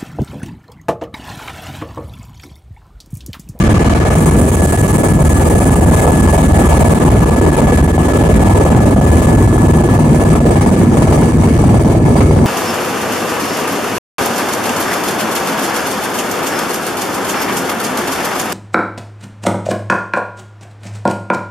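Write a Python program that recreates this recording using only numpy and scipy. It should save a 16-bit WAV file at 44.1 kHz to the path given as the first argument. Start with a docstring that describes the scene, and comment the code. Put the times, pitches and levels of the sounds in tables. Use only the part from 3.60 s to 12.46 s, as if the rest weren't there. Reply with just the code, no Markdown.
"""A heavy rotor thump, 19 beats a second, over the rumble and roar of air: a helicopter cabin in flight.
The drive shaft hums, the gear teeth sing a thin whine, the turbine whistles above it, and air hisses
and whistles through a door seal on the right. Late on, a turn loads the blades and they slap harder.
Each blade's pressure pulse chokes the microphone for a moment, and a fast limiter rides the loud bass."""
import sys
import numpy as np
from scipy import signal
from scipy.fft import rfft, irfft, next_fast_len
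from scipy.io import wavfile
from scipy.ndimage import uniform_filter1d, minimum_filter1d, map_coordinates

SR = 44100
rng = np.random.default_rng(int(sys.argv[2]) if len(sys.argv) > 2 else 0)


def waveform_to_disk(signal):
    """Save audio, clipped to [-1, 1], as 16-bit WAV at the path in sys.argv[1]."""
    frames = np.transpose(np.atleast_2d(signal))
    scaled = np.clip(frames, -1, 1) * 32767
    samples = np.round(scaled).astype(np.int16)
    wavfile.write(sys.argv[1], SR, samples)


N = 390726
MESH_PER_BLADE = 88.08  # tooth contacts of the main gear per blade pass


def rotor(blades, loading):
    """Harmonics of the blade rate: a low thump, and a drone above it whose phases the cabin scatters."""
    # rotor harmonics: multiple, light_load_db, heavy_load_db
    harmonics = [(2, -17, -16), (3, -17, -18), (4, -16.8, -19.5), (5, -26, -18.5), (6, -28, -20.5),
                 (7, -30, -26), (8, -27.5, -20.5), (10, -27, -31), (11, -33, -31), (12, -35, -19.5),
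                 (13, -34, -24), (16, -34, -28), (17, -38, -26), (18, -33, -30), (19, -30, -30),
                 (20, -33, -27), (24, -40, -35)]
    # fader ride on the thump: time_s, gain_db
    thump_ride = [(0, 0), (1.35, -2.5), (1.5, -8), (1.68, 0.5), (2.7, -2), (2.9, 4), (3.1, 0), (4.2, 0),
                  (4.58, -3.5), (4.75, 1), (5.85, 1.5), (6.1, -2), (7, -4), (7.55, -2.5), (7.7, -4),
                  (7.82, -0.5), (8.86, 1.5)]
    thump, drone = np.zeros((2, N))
    for k, light_db, heavy_db in harmonics:
        scatter = rng.uniform(0, 2 * np.pi) * (k > 5)
        level_db = light_db + (heavy_db - light_db) * loading + 2.2 * wobble(6)
        phase = 2 * np.pi * k * blades + scatter + 0.02 * k * wobble(5)
        tone = amp(level_db) * np.sqrt(2) * np.cos(phase)
        if k > 8:
            drone += tone
        else:
            thump += tone
    return amp(curves(thump_ride)[0] + 1.2 * wobble(14)) * thump, drone


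def blade_accents(blades):
    """Change of the slap in dB, held through the pass of each blade that strikes harder or softer."""
    # accented blades: time_s, slap_change_db
    accents = [(2.469, 0), (2.882, 0), (2.931, 5), (3.462, 6), (3.819, 16), (4.382, 10), (5.153, 3),
               (5.306, -2), (5.464, 1), (6.087, 2), (6.701, -8), (6.859, 1), (7.061, 2), (8.457, -2),
               (8.557, 4)]
    nearest = np.round(blades)
    return sum(db * (nearest == nearest[int(s * SR)]) for s, db in accents)


def microphone_choke(blades, height, ahead, behind, bass, sideslip):
    """Gain of the microphone: it stalls while the blade's pulse plus the bass press it past full scale."""
    nearest = np.round(blades).astype(int)
    unevenness = .09 + .1 * sideslip
    strength = np.exp(unevenness * rng.standard_normal(nearest.max() + 2)[nearest])
    phase = blades - nearest
    pressure = height * pulse(phase, delay=0, width=np.where(phase < 0, .106, .098))
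    pressure += ahead * pulse(phase, delay=-.225, width=.075)
    pressure += behind * pulse(phase, delay=.265, width=.075)
    overload = strength * pressure + .8 * bass - 1
    stalled = (1 + np.tanh(overload / .13)) / 2
    return amp(-23 * stalled)


def hull_rumble():
    """Airflow rumbles on the hull, easing when the door seal opens and growing in the turn."""
    # rumble colour: frequency_hz, relative_db
    spectrum = [(10, -43), (30, -3), (48, -9), (70, 2), (105, 0), (155, 0.5), (205, 0), (255, -2),
                (320, -8.5), (400, -18.5), (600, -73), (1200, -90)]
    # fader ride: time_s, level_db
    ride = [(0, -9), (.38, -8.5), (.6, -11.5), (3, -9), (5, -10.5), (6.3, -8.5), (8.86, -9)]
    return amp(curves(ride)[0] + 2 * wobble(18)) * turbulence(spectrum, patchy_db=2)


def airflow_roar(blades, loading, sideslip, lift_db):
    """The roar jumps behind each blade, then sags; a loaded blade slaps the wake of the one before."""
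    # roar colour: frequency_hz, relative_db
    spectrum = [(100, -56), (260, 0.5), (380, 2), (520, 0), (680, -0.5), (820, -3), (950, -4.5),
                (1090, -10), (1190, -15.5), (1310, -11), (1520, -37.5), (2200, -26.5), (5000, -64)]
    slap_db = (6 * loading + blade_accents(blades)) * pulse(blades % 1, delay=.1, width=.05)
    sag_db = 3.2 * (blades % 1 - .5)
    level_db = -16 - 2.5 * sideslip + lift_db + slap_db - sag_db
    return amp(level_db) * turbulence(spectrum, patchy_db=2.1)


def drive_shaft(blades):
    """The engine's shaft hums, one cycle per turn of the pinion that it drives."""
    pinion_teeth = 17
    turns = blades * MESH_PER_BLADE / pinion_teeth
    return amp(-23.5) * np.sqrt(2) * np.sin(2 * np.pi * turns)


def gearbox(blades, sideslip, gust_db):
    """The main mesh and the accessory gears turn with the rotor; their whine flickers more in the turn."""
    # fader ride on the whine: time_s, level_db
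    ride = [(0, -28), (.9, -31), (2.2, -29.5), (2.6, -27.5), (3.5, -32), (4.1, -29), (6.1, -30.5), (7, -34),
            (8, -38.5), (8.86, -37)]
    # accessory gears: shaft_multiple, level_db, left_minus_right_db
    accessories = [(2, -43, -19), (4, -51.5, 8), (5, -54.5, 18), (6, -58, 4), (7, -74, 0)]
    shaft_per_mesh = .3783
    waver_db = 1.24 + .6 * sideslip
    port_phase = np.array([[0], [np.pi / 2]])  # standing waves put the ports a quarter cycle apart

    def tone(ratio, db):
        level = amp(db + waver_db * wobble(14))
        phase = 2 * np.pi * ratio * MESH_PER_BLADE * blades + port_phase + 0.15 * wobble(36)
        return level * np.sqrt(2) * np.sin(phase)

    mesh_db = curves(ride)[0] + .9 * gust_db
    throb_db = -1.4 * np.cos(2 * np.pi * blades)  # swells between one blade and the next
    whine = pan(5.5) * tone(1, mesh_db + throb_db)
    swell_db = mesh_db - mesh_db.mean()
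    for multiple, db, side_db in accessories:
        whine += pan(side_db) * tone(multiple * shaft_per_mesh, db + swell_db)
    return whine


def cabin_rush(blades, sideslip, level_db):
    """Air rushes along the cabin; in the turn each blade's torn wake swishes past."""
    # rush colour: frequency_hz, relative_db
    spectrum = [(600, -1.5), (1400, 1), (1750, 3), (2020, -1), (2260, 3.5), (2480, -3.5), (3000, -3.5),
                (3700, -8.5), (5100, -11.5), (7000, -8), (11000, -37), (16000, -32)]
    swish_db = 4 * sideslip * pulse(blades % 1, delay=.24, width=.15)
    return amp(level_db + swish_db) * turbulence(spectrum, patchy_db=1.3)


def seal_hiss(level_db):
    """Air leaks through the door seal in a bright, fluttering hiss."""
    # hiss colour: frequency_hz, relative_db
    spectrum = [(3000, -53), (5200, -20), (6000, -11), (6450, -1), (6900, -1.5), (8100, 4), (9000, 1),
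                (10050, 1.5), (10800, -5), (11800, -9), (13500, -9), (16000, -11)]
    return amp(level_db + 1.9 * flutter(130, size=7000)) * turbulence(spectrum, patchy_db=1.4)


def whistles(sideslip, rush_db, hiss_db):
    """Breathy resonances: the low ones ride on the rush, the high on the hiss; the turn remixes them."""
    # cabin resonances first, then seal and turbine: pitch_hz
    pitches = [155, 470, 1180, 2190, 4620, 4795, 5900, 6450, 8010, 8140, 9605, 10020, 11458]
    # each whistle: width_hz, straight_over_air_db, turning_over_air_db, left_minus_right_db
    voices = [(14, 9, 15, 3.5), (90, -10, 12.5, 6), (110, -1, -1, 2.5), (150, -26, -0.5, 0),
              (350, -35, -5, 0), (130, -25, -6, -8), (260, -20, -2.5, 1), (130, -19, -14, 4),
              (60, -20, -16, -9), (110, -17, -1, -6), (150, -11.5, -4, -10), (220, -7, -34, -16),
              (70, -16, -24, -8)]
    out = np.zeros((2, N))
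    for hz, (width_hz, straight_db, turning_db, side_db) in zip(pitches, voices):
        band = narrow_noise(hz, width_hz, channels=1 if hz < 500 else 2)  # long waves reach both ports
        air_db = rush_db if hz < 3000 else hiss_db
        level_db = air_db + straight_db + (turning_db - straight_db) * sideslip
        out += pan(side_db) * amp(level_db + 3.5 * flutter(35, size=5000)) * band
    return out


def fizz(gust_db):
    """A faint fizz that follows the gusts and goes on while the microphone is choked."""
    # fizz colour: frequency_hz, relative_db
    spectrum = [(800, -4), (2500, 2.5), (4500, -3), (9000, -4), (12000, -11.5), (16000, -25)]
    return amp(-42 + .97 * gust_db) * turbulence(spectrum, patchy_db=1.5)


def gusts(blades, sideslip):
    """Gusts and lulls move roar and hiss, in dB; in the turn both also swell once per revolution."""
    # gusts (+) and lulls (-): middle_s, length_s, roar_change_db, hiss_change_db
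    events = [(0.89, 0.1, -3.5, 0), (1.095, 0.24, -3.5, 1.5), (1.354, .1, 1.5, 1.5), (1.463, 0.023, 4, 2),
              (1.574, 0.05, -4, -5.5), (2.206, .13, -2.5, -1.5), (2.37, 0.088, 2.5, 3),
              (2.494, 0.076, 8, 1), (2.74, .08, 4, 1.5), (2.904, 0.048, -1.5, -5.5),
              (3.157, 0.44, 2.5, 2.6), (3.818, 0.03, 6, 3), (3.984, 0.051, 0, 3), (4.16, 0.092, 0, 3),
              (4.326, 0.19, -4, -3), (4.387, .025, 4.5, -0.5), (4.546, 0.082, 4, 0.5),
              (4.914, 0.15, 2.5, 0.5), (5.17, .07, 1.5, -1.5), (5.374, 0.071, -4, -4.5),
              (5.62, 0.2, 0.5, 2.5), (5.9, 0.14, -2, -0.5), (6.255, 0.088, -1.5, -1),
              (6.45, 0.061, -3.5, -3), (6.724, 0.078, 4.5, 4.5), (6.793, 0.078, -2, -4), (6.9, .07, 3.5, 1),
              (7.02, 0.019, 3, 4.5), (7.28, 0.12, -3, -3), (7.43, 0.027, 1.5, 5.5), (7.532, .04, 1, 4),
              (7.636, 0.028, 2, 3), (7.753, 0.045, -9, -3.5), (8.412, 0.041, -5, -8), (8.587, 0.061, 5, 5)]
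    blade_count = 3
    swells_db = sum(np.outer(changes_db, bump(s, length_s)) for s, length_s, *changes_db in events)
    return swells_db + 1.4 * sideslip * np.cos(2 * np.pi * (blades - 1.1) / blade_count)


def air_levels(gust_db):
    """Levels in dB of the rush and the seal hiss; both rise and fall with the gusts."""
    # fader ride on the rush: time_s, level_db
    rush_ride = [(0, -25.5), (.4, -26), (.85, -32), (1.8, -30.5), (3.1, -29.5), (3.7, -30.5), (4.9, -29.5),
                 (5.9, -33.5), (7.2, -32), (8.86, -36)]
    # fader ride on the hiss, as the seal opens half a second in: time_s, level_db
    hiss_ride = [(0, -36.5), (.42, -38), (.58, -29.5), (1.15, -29.5), (2.1, -28.5), (3.3, -32.5),
                 (3.7, -34.5), (5.6, -34), (6.3, -35.5), (7.4, -36), (8.86, -39.5)]
    return curves(rush_ride)[0] + .88 * gust_db, curves(hiss_ride)[0] + gust_db


def turbulence(spectrum, patchy_db):
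    """Stereo air noise with drifting patches of gain; the mean of both microphone ports has rms 1."""
    # stereo width of the cabin air: frequency_hz, left_right_correlation
    likeness = [(60, .995), (170, .98), (350, .87), (700, .48), (1400, .08), (3000, .1), (8000, .03)]
    # its stereo balance: frequency_hz, left_minus_right_db
    balance = [(100, 1.5), (270, -1.5), (430, 1), (700, -4.5), (870, 2), (1150, 8.5), (1500, 2.5),
               (2200, 0.5), (2800, 3.5), (3800, -0.5), (4800, -7.5), (6300, 0.5), (7500, -1), (9000, -11.5),
               (11000, -12.5)]

    def mid_side(hz):
        spread = np.arccos(np.clip(along(likeness, hz), -1, 1)) / 2
        return amp(along(spectrum, hz)) * [np.cos(spread), np.sin(spread)]

    frames = signal.stft(rng.standard_normal((2, N)), nperseg=512)[2]
    patches = uniform_filter1d(rng.standard_normal(frames.shape[1:]), size=5, axis=0)  # across pitch
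    patches = uniform_filter1d(patches, size=12, axis=1)  # across time
    noise = signal.istft(frames * amp(patchy_db * unit(patches)), nperseg=512)[1][:, :N]
    mid, side = filtered(noise, mid_side)
    ports = filtered(np.array([mid + side, mid - side]), lambda hz: pan(along(balance, hz)))
    return ports / np.std(ports.mean(axis=0))


def narrow_noise(hz, width_hz, channels):
    """A narrow band of noise, rms 1."""
    noise = rng.standard_normal((channels, N))
    return unit(filtered(noise, lambda f: 1 / (1 + ((f - hz) / width_hz * 2) ** 2)))


def pulse(phase, delay, width):
    """A bell-shaped pulse within a blade pass; delay and width are in blade periods."""
    return np.exp(-((phase - delay) / width) ** 2)


def bump(middle_s, length_s):
    """A smooth rise and fall, length_s wide at half height."""
    distance = 2 * (np.arange(N) / SR - middle_s) / length_s
    return 0.5 ** np.minimum(distance ** 2, 100)


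def wobble(rate):
    """A smooth random curve, rate knots a second."""
    knots = rng.standard_normal(int(N * rate / SR) + 4)
    steps = np.arange(0, N, 20)
    return np.interp(np.arange(N), steps, map_coordinates(knots, [steps * rate / SR]))


def flutter(rate, size):
    """A wobble without slow swells: its running mean over size samples is taken out."""
    x = wobble(rate)
    return x - uniform_filter1d(x, size)


def curves(rows):
    """One value per sample for each column after the time."""
    s, *cols = np.transpose(rows)
    return [np.interp(np.arange(N) / SR, s, c) for c in cols]


def along(points, hz):
    """Joins (Hz, value) points on a log axis."""
    f, v = np.transpose(points)
    return np.interp(np.log(hz + 1), np.log(f + 1), v)


def filtered(x, response):
    """Equalises x with a gain that is a function of frequency."""
    m = next_fast_len(N + SR // 2)
    return irfft(rfft(x, m) * response(np.fft.rfftfreq(m, 1 / SR)), m)[..., :N]


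def pan(db):
    """Constant-power gains for a left-minus-right level."""
    gains = np.vstack([amp(db / 2), amp(-db / 2)])
    return gains / np.sqrt(np.mean(gains ** 2, axis=0))


def amp(db):
    """Decibels to gain."""
    return 10 ** (np.asarray(db) / 20)


def unit(x):
    """Scaled to rms 1."""
    return x / np.sqrt(np.mean(x ** 2) + 1e-20)


def limiter(x, ceiling_db, hold_s):
    """Turns both channels down around every peak over the ceiling."""
    size = int(hold_s * SR)
    needed = np.minimum(1, amp(ceiling_db) / (np.abs(x).max(axis=0) + 1e-9))
    return x * uniform_filter1d(minimum_filter1d(needed, size), size)


def scene():
    """Thump, shaft hum and fizz run unbroken; everything else is chopped at the blade rate."""
    # rotor speed: time_s, blade_rate_hz
    speed = [(0, 19.38), (1.5, 19.33), (3, 19.34), (5, 19.38), (6, 19.4), (8.86, 19.41)]
    # blade load and pressure: time_s, loading (0-1), pulse_height, swell_ahead, swell_behind (full scales)
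    flight = [(0, .4, 1.6, .68, .66), (1, 0, 1.55, .66, .68), (3, .1, 1.6, .66, .66),
              (4, .2, 1.75, .68, .8), (5, .45, 1.6, .72, .8), (6, 1, 1.36, .88, .55),
              (7.5, 1, 1.27, .88, .45), (8.86, .9, 1.2, .82, .45)]
    # sideways airflow in the turn: time_s, sideslip (0-1)
    turn = [(0, 0), (1.5, 0.12), (4, 0), (5.5, 0.16), (6.4, 0.55), (7.6, 0.68), (8.86, 0.84)]
    blade_hz, = curves(speed)
    loading, height, ahead, behind = curves(flight)
    sideslip, = curves(turn)
    first_blade_s = .0338
    blades = np.cumsum(blade_hz) / SR - first_blade_s * blade_hz[0]  # running count of blade passes
    roar_gust_db, gust_db = gusts(blades, sideslip)
    rush_db, hiss_db = air_levels(gust_db)
    wash = flutter(70, size=7000)  # rotor wash shakes roar, rush and hiss together

    rumble = hull_rumble()
    air = airflow_roar(blades, loading, sideslip, lift_db=roar_gust_db + 2.1 * wash)
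    air += cabin_rush(blades, sideslip, rush_db + 1.3 * wash)
    air += seal_hiss(hiss_db + 1.1 * wash)
    thump, drone = rotor(blades, loading)
    height += .25 * (blade_accents(blades) > 0)  # hard blades push a higher pulse
    chop = microphone_choke(blades, height, ahead, behind, rumble.mean(axis=0), sideslip)
    whine = gearbox(blades, sideslip, gust_db) + whistles(sideslip, rush_db, hiss_db)
    return thump + drive_shaft(blades) + fizz(gust_db) + chop * (rumble + drone + air + whine)


def record(dry):
    """A duller left port, a low cut, a fast limiter and a steep top cut."""
    left_top_hz, low_cut_hz, top_hz = 11500, 55, 15800
    left = filtered(dry[0], lambda hz: 1 / np.sqrt(1 + (hz / left_top_hz) ** 50))
    ports = filtered(np.array([left, dry[1]]), lambda hz: hz ** 4 / np.hypot(hz ** 4, low_cut_hz ** 4))
    return filtered(limiter(ports, ceiling_db=-.1, hold_s=0.003), lambda hz: hz < top_hz)


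dry = scene()
out = record(dry)
waveform_to_disk(out)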